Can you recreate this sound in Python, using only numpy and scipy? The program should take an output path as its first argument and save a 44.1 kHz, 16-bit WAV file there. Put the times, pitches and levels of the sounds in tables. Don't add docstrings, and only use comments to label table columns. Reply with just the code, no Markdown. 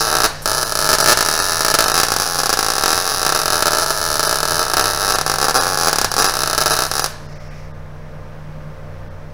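import sys
import numpy as np
from scipy import signal
from scipy.fft import rfft, irfft
from scipy.io import wavfile
from scipy.ndimage import uniform_filter1d

SR = 44100
rng = np.random.default_rng(int(sys.argv[2]) if len(sys.argv) > 2 else 0)


def dump(signal):
    limited = np.clip(np.atleast_2d(signal).T, -1, 1)
    pcm = np.round(limited * 32767).astype(np.int16)
    wavfile.write(sys.argv[1], SR, pcm)


def gain_from_db(level_db):
    decades = np.asarray(level_db, float) / 20
    return 10 ** decades


N = 411453


def colour(x, points, keep=False):
    hz, db = np.transpose(points)
    f = np.fft.rfftfreq(len(x), 1 / SR) + 1
    gain = gain_from_db(np.interp(np.log(f), np.log(hz), db))
    y = irfft(rfft(x) * gain, len(x))
    return y if keep else y / np.std(y)


def walk(rate_hz):
    size = int(SR / rate_hz)
    y = uniform_filter1d(uniform_filter1d(rng.standard_normal(N), size), size)
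    return y / np.std(y)


def curve(rows):
    return np.interp(np.arange(N) / SR, *np.transpose(rows))


def restrikes():
    # first_s, last_s, gap_ms, strength_db
    droplet_runs = [(0.0077, 0.0957, 8.8, 2), (0.2422, 0.2604, 9.1, 11.5), (0.4764, 0.5163, 10.0, 1),
                    (0.532, 0.6298, 8.2, 0.7), (0.6513, 0.7146, 9.0, -4.5), (1.0753, 1.1289, 8.9, 9.5),
                    (2.2405, 2.2578, 8.7, -0.7), (3.0906, 3.1466, 7.0, -1), (3.809, 3.8435, 5.7, 0.5),
                    (3.8748, 3.9422, 7.5, -1), (3.9481, 4.003, 9.1, 0), (4.8704, 4.9096, 9.8, 2.3),
                    (5.5442, 5.5886, 7.4, 10), (5.5954, 5.603, 3.8, 0.5), (6.1812, 6.2282, 6.7, 6),
                    (6.6059, 6.6215, 7.8, 4.5), (6.7174, 6.7349, 4.4, 1),
                    (0.1014, 0.1525, 12.6, 7.5), (0.8045, 0.9463, 10.2, 4), (1.2498, 1.3906, 12.7, 4),
                   (1.413, 1.4956, 10.7, 1), (1.5073, 1.632, 12.3, 3.5), (1.9422, 2, 12.0, 7),
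                   (2.1864, 2.2323, 12.0, 1.2), (2.2645, 2.392, 11.1, 0.3), (2.7655, 2.8378, 14.0, 3),
                   (2.88, 2.9297, 11.7, 7), (2.9455, 3.0767, 11.3, 1.2), (3.1614, 3.227, 11.4, 0.5),
                   (3.2502, 3.4167, 13.9, 5), (3.5313, 3.6062, 12.1, 7), (3.657, 3.6807, 11.6, 9.5),
                   (3.708, 3.7976, 12.9, 3.5), (4.015, 4.2702, 12.9, 1.5), (4.4846, 4.6522, 11.8, 2.5),
                   (4.9195, 4.9883, 13.2, 2.5), (4.9978, 5.0993, 10.1, 3.5), (5.4148, 5.5094, 13.0, 6.5),
                   (5.6112, 5.7555, 11.2, 4.5), (5.7741, 5.8952, 12.4, 4.5), (6.244, 6.296, 10.1, 3.5),
                   (6.938, 6.9952, 13.9, 4),
                    (0.1683, 0.235, 16.6, 8.5), (0.7224, 0.79, 17.3, 7), (0.951, 1.0601, 17.6, 11),
                 (1.1733, 1.2266, 19.0, 8.5), (1.6484, 1.7535, 17.0, 7), (1.7886, 1.86, 18.5, 8.5),
                 (1.864, 1.918, 16.7, 6), (2.0144, 2.1394, 18.0, 2), (2.4158, 2.5413, 17.4, 6),
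                 (2.5728, 2.754, 18.1, 4), (3.434, 3.5232, 21.8, 6.5), (4.279, 4.3867, 15.5, 4),
                 (4.404, 4.477, 23.4, 4), (4.666, 4.716, 16.5, 4), (4.7372, 4.8567, 15.1, 5.5),
                 (5.1063, 5.1387, 17.0, 6), (5.1563, 5.2125, 27.9, 7.5), (5.2784, 5.3974, 20.2, 4),
                 (5.9298, 6.0146, 27.7, 9), (6.1164, 6.166, 24.4, 5.5), (6.308, 6.3691, 15.7, 0.5),
                 (6.3908, 6.4345, 14.1, 3.5), (6.4596, 6.586, 18.1, 3.5), (6.6363, 6.6997, 20.7, 0),
                 (6.7396, 6.7666, 16.0, 4.5), (6.7735, 6.866, 15.7, 3.5), (7.022, 7.061, 21.0, 3.5)]
    # time_s, strength_db
    snaps = [(0.4579, 8), (1.0425, 7), (1.4006, 7.5), (1.7878, 13.9), (1.978, 11), (2.033, 12.4),
             (2.1195, 10.5), (2.164, 9), (2.388, 4.5), (2.4017, 6.5), (2.5908, 10.6), (2.8368, 11),
             (2.859, 10.9), (2.9777, 8), (3.23, 6.5), (3.6242, 11.5), (3.8621, 4.5), (3.9055, 9),
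             (4.1948, 9), (4.2752, 6.5), (5.1482, 9), (5.264, 8), (5.5524, 9), (5.872, 11.8), (5.9128, -2),
             (6.0455, 12), (6.1999, 11), (6.244, 11.5), (6.708, 9), (6.9146, 4.5)]
    # time_s, stall_ms, strength_db, follow_up_ms
    stalls = [(0.7539, 24, 6, 19.2), (.9853, 31, 7.5, 16.5), (1.0032, 7, 8.5, 7.3), (1.7018, 22, 6, 9.4),
              (1.741, 29, 12.5, 9.1), (2.4587, 27, 6.5, 9.9), (2.4936, 24, 9.5, 8.9), (2.5287, 26, 10, 9.5),
              (3.2923, 15, 8, 8.2), (3.3232, 23, 10, 26.7), (3.348, 7, 0.5, 7.7), (3.391, 19, 5.5, 8.8),
              (3.5035, 24, 7, 20), (4.2298, 20, 6.5, 6.8), (4.2504, 14, 2.5, 6), (4.7358, 20, 9.5, 5.6),
              (4.7693, 22, 11, 12), (4.7952, 10, 11.5, 15.7), (5.2978, 19, 9.5, 18.9),
              (5.3399, 23, 7, 18.9), (5.3853, 27, 6.5, 16), (5.4434, 14, 9.5, 6.9),
              (5.4837, 19, 11.5, 12.5), (6.4991, 22, 4.5, 12), (6.531, 20, 7, 18.3), (6.579, 30, 8.5, 6.7),
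              (6.6594, 22, 10, 8.2), (.8905, 18, 9.5, 7.7), (.9305, 17, 11.5, 7.8), (3.7328, 15, 9.5, 16.4)]
    uneven, scatter_db, growth_db, follow_up_db = 0.07, 2.4, 1.0, -3.5

    runs = droplet_runs
    s, db = [], []
    for (first_s, last_s, gap_ms, run_db), chance in zip(runs, rng.standard_normal((len(runs), 2, 48))):
        count = max(round((last_s - first_s) * 1000 / gap_ms), 1)
        gaps = np.exp(uneven * chance[0, :count])
        progress = np.append(0, np.cumsum(gaps)) / gaps.sum()
        lateness = np.append(0, chance[0, :count])
        s += list(first_s + (last_s - first_s) * progress)
        db += list(run_db + scatter_db * chance[1, :count + 1] + growth_db * lateness)
    s, db = np.array(s), np.array(db)

    snap_s, snap_db = np.transpose(snaps)
    free = abs(s[:, None] - snap_s).min(axis=1) > 0.004
    stall_s, stall_ms, stall_db, follow_ms = np.transpose(stalls)
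    after_ms = (s[:, None] - stall_s) * 1000
    free &= ~np.any((after_ms > 4 - stall_ms) & (after_ms < follow_ms + 4), axis=1)
    return (np.concatenate([s[free], snap_s, stall_s, stall_s + follow_ms / 1000]),
            np.concatenate([db[free], snap_db, stall_db, stall_db + follow_up_db]))


def front(edge_hz, size=2048):
    port_hz, port_q = 550, 0.7
    w = 1j * np.fft.rfftfreq(size, 1 / SR)
    bass_cut = -w ** 2 / (w ** 2 + w * port_hz / port_q + port_hz ** 2)
    return bass_cut / (1 + w / edge_hz) ** 2


def paths(rows, size=2048):
    f = np.fft.rfftfreq(size, 1 / SR)
    return sum(gain * np.exp(-2j * np.pi * f * (ms + 1) / 1000) for ms, gain in rows)


def pipe():
    # pitch_hz, level_db, t60_s
    modes = [(464, -42, 0.075), (657, -35, 0.14), (873, -32.5, 0.037), (1350, -42.5, 0.13),
             (1422, -31, 0.024), (1746, -52.5, 0.095)]
    age = (np.arange(4096) / SR - 0.0015).clip(0)
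    return sum(gain_from_db(db) * np.sin(2 * np.pi * hz * age) * 1000.0 ** (-age / t60_s) for hz, db, t60_s in modes)


def garage():
    # start_ms, t60_s, level_db, top_hz
    tails = [
        (1.5, 0.073, -22, 7400),
        (5.5, 0.31, -36, 9000),
        (8.0, 0.68, -32.5, 2430),
    ]
    t, out = np.arange(SR // 2) / SR, 0
    for start_ms, t60_s, db, top_hz in tails:
        age = t - (start_ms + 1) / 1000
        lowpass = signal.butter(1, min(top_hz, 20000), fs=SR)
        noise = signal.lfilter(*lowpass, rng.standard_normal(len(t)))
        out = out + gain_from_db(db) * noise * (age > 0) * 1000.0 ** (-age / t60_s)
    return out


def arc():
    # time_s, sharp_share (0-1)
    torch = [(0, 0.66), (1, 1), (2.2, 0.94), (2.7, 0.79), (3.1, 0.86), (3.7, 0.7), (4.2, 0.94), (4.7, 0.6),
             (5.2, 0.78), (5.6, 0.32), (5.9, 0.72), (6.3, 0.78), (6.6, 0.89), (7.1, 0.76)]
    # delay_ms, gain (negative = inverted)
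    echoes = [(-0.045, 2.18), (0.054, 0.58), (0.147, 3.85), (0.334, 1.71), (0.4, -0.65), (0.572, -0.55),
              (0.732, 0.64), (0.827, 0.49), (0.925, 0.59), (1.055, -0.41), (1.251, -0.37), (1.588, 0.34),
              (2.078, -0.29), (2.294, 0.35), (2.458, 0.92), (2.623, 0.48), (3.143, 0.33), (3.339, -0.46),
              (3.52, -0.54), (3.705, -0.5), (3.918, -0.3), (4.113, -0.4), (4.661, 0.33), (4.84, 0.5),
              (5.684, -0.38), (5.864, -0.38)]
    # delay_ms, gain
    room_paths = [(0, 4.9), (0.19, 1.26), (0.38, 0.17)]
    sharp_hz, dull_hz = 5520, 1940

    s, db = restrikes()
    jitter, scatter = rng.standard_normal((len(s), 2)).T
    at = np.round((s - 0.001 + 3e-5 * jitter) * SR).astype(int).clip(0)
    sharp = np.clip(np.interp(s, *np.transpose(torch)) + 0.13 * scatter, 0, 1)
    pops, far = 0, 0
    for share, edge_hz, gain_db in ((sharp, sharp_hz, 0.1), (1 - sharp, dull_hz, 3.0)):
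        train = np.zeros(N)
        train[at] = share * gain_from_db(db + gain_db)
        pops = pops + signal.fftconvolve(train, irfft(front(edge_hz) * paths(echoes)))[:N]
        far = far + signal.fftconvolve(train, irfft(front(edge_hz) * paths(room_paths)))[:N]

    strikes = np.zeros(N)
    strikes[at] = gain_from_db(db)
    burst = signal.lfilter([1], [1, -np.exp(-1 / (0.003 * SR))], np.roll(strikes, 60))
    spit = signal.fftconvolve(burst * rng.standard_normal(N), irfft(front(11000) * paths(echoes[:6])))[:N]
    ring = signal.fftconvolve(strikes, pipe())[:N]
    turn = 1.2 * walk(1.5)
    room = sum(signal.fftconvolve(far * side, garage())[:N] for side in (np.cos(turn), np.sin(turn)))
    return pops + ring + gain_from_db(-39) * spit + gain_from_db(-7.5) * room


def gas():
    # time_s, level_db
    flow = [(0, -24.5), (.3, -59.5), (.4, -45), (.45, -39.5), (7.05, -40), (7.2, -63.5), (7.33, -50.5),
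            (7.5, -55.5), (7.66, -54.5), (7.71, -70), (9.33, -68)]
    # freq_hz, level_db per Hz
    spectrum = [(1500, -18), (3500, -13), (5400, 0), (6500, -9), (8000, -20), (10300, -22), (16000, -30)]
    flicker_db = 1.2 * walk(30)
    return gain_from_db(curve(flow) + flicker_db) * colour(rng.standard_normal(N), spectrum)


def fizz():
    # on_s, off_s
    burning = [
        (0, .27),
        (.42, 7.075),
    ]
    level_db, fade_s = -40.5, 0.034
    spectrum = [(3000, -20), (7000, -3), (11000, 2), (13000, -7), (16000, -10)]  # Hz, dB
    t = np.arange(N) / SR
    lit = sum((t >= on_s) * np.exp(-(t - off_s).clip(0) / fade_s) for on_s, off_s in burning)
    flicker_db = 2.0 * walk(40)
    return gain_from_db(level_db + flicker_db) * lit * colour(rng.standard_normal(N), spectrum)


def machine():
    # pitch_hz, level_db, width_hz
    hum = [(30, -38.5, 1.9), (90, -40, 1.7), (150.7, -39, .9), (158.8, -52, 2.18), (221, -53, 3),
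           (301.5, -59, 1.2), (452.2, -54, 1.5), (527.6, -51, 3), (602.9, -50.5, 1.5), (904.4, -60, 1.8),
           (1055, -59, 1.5), (1206, -59, 1.8)]
    # time_s, level_db
    load = [
        (0, -0.5),
        (1.5, -1.5),
        (2, -3.5),
        (3.9, -4),
        (4.3, 0),
        (9.33, 0.5),
    ]
    # freq_hz, level_db per Hz
    air = [(12, -43), (50, 2.5), (110, -4), (200, -7), (340, -13), (560, -7.5), (850, -13), (1700, -16),
           (3000, -28.5), (4500, -33), (5800, -33), (7000, -41), (16000, -45)]
    air_db = -39
    tones = 0
    for hz, db, width_hz in hum:
        phase = 2 * np.pi * np.cumsum(hz + width_hz * walk(12)) / SR
        wobble_db = 2.5 * walk(16)
        level = np.sqrt(2) * gain_from_db(db + wobble_db + curve(load))
        tones = tones + level * np.sin(phase + 2 * np.pi * rng.random())
    swell_db = 0.5 * walk(3)
    return tones + gain_from_db(air_db + swell_db) * colour(rng.standard_normal(N), air)


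def rustle():
    centre_s, length_s, level_db, pitch_hz = 7.5, 0.18, -47.5, 2100
    spectrum = [(pitch_hz / 2, -14), (pitch_hz, 0), (pitch_hz * 1.46, -16), (16000, -40)]  # Hz, dB
    swell = np.exp(-((np.arange(N) / SR - centre_s) / length_s) ** 4)
    flicker_db = 2.0 * walk(25)
    return gain_from_db(level_db + flicker_db) * swell * colour(rng.standard_normal(N), spectrum)


def scene():
    # freq_hz, gain_db
    housing = [(170, -11), (280, -4), (450, -5), (1300, -1), (1750, 1.5), (1950, -6.5), (2900, -3.5),
               (3350, -7), (3900, 1), (8000, 1.5), (10300, 4), (13200, 3), (14800, 8.5), (15800, -0.5)]
    near = colour(arc() + gas() + fizz(), housing, keep=True)
    return (near + machine() + rustle())[None]


def smear_treble(x, size=1400):
    moments = [.65, 1.03, 1.41, 1.865, 1.93, 4.27, 4.61, 4.825, 5.145, 5.595, 6.105, 6.21, 6.278, 6.72,
               7.025, 7.28, 7.345, 7.39, 7.495, 7.73, 9.095]
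    y, hz = x.copy(), np.fft.rfftfreq(size, 1 / SR)
    window, treble = np.hanning(size), hz > 1900
    for s in moments:
        at = int(s * SR) - size // 2
        frame = rfft(x[at:at + size] * window)
        power = uniform_filter1d(abs(frame) ** 2, size=4)
        floor = np.maximum(1.15 * uniform_filter1d(power, size=40), 0.04 * power[treble].max())
        weak = treble & (power < floor)
        kept = frame * treble * ~weak
        smear = irfft(abs(kept) * np.exp(2j * np.pi * rng.random(len(hz))), size) * window
        y[at:at + size] += 1.8 * smear - irfft(0.9 * frame * weak + 0.6 * kept, size)
    return y


def band_limit(x):
    return signal.sosfilt(signal.butter(12, 16770, fs=SR, output="sos"), x)


def record(dry):
    offset, top_hz = 0.0165, 15800
    flat = np.clip(dry + offset, -0.98, 0.98)
    cut = signal.sosfiltfilt(signal.ellip(10, 0.2, 45, top_hz, fs=SR, output="sos"), flat)
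    return band_limit(np.clip(smear_treble(cut[0])[None], -1, 1))


dry = scene()
out = record(dry)
dump(out)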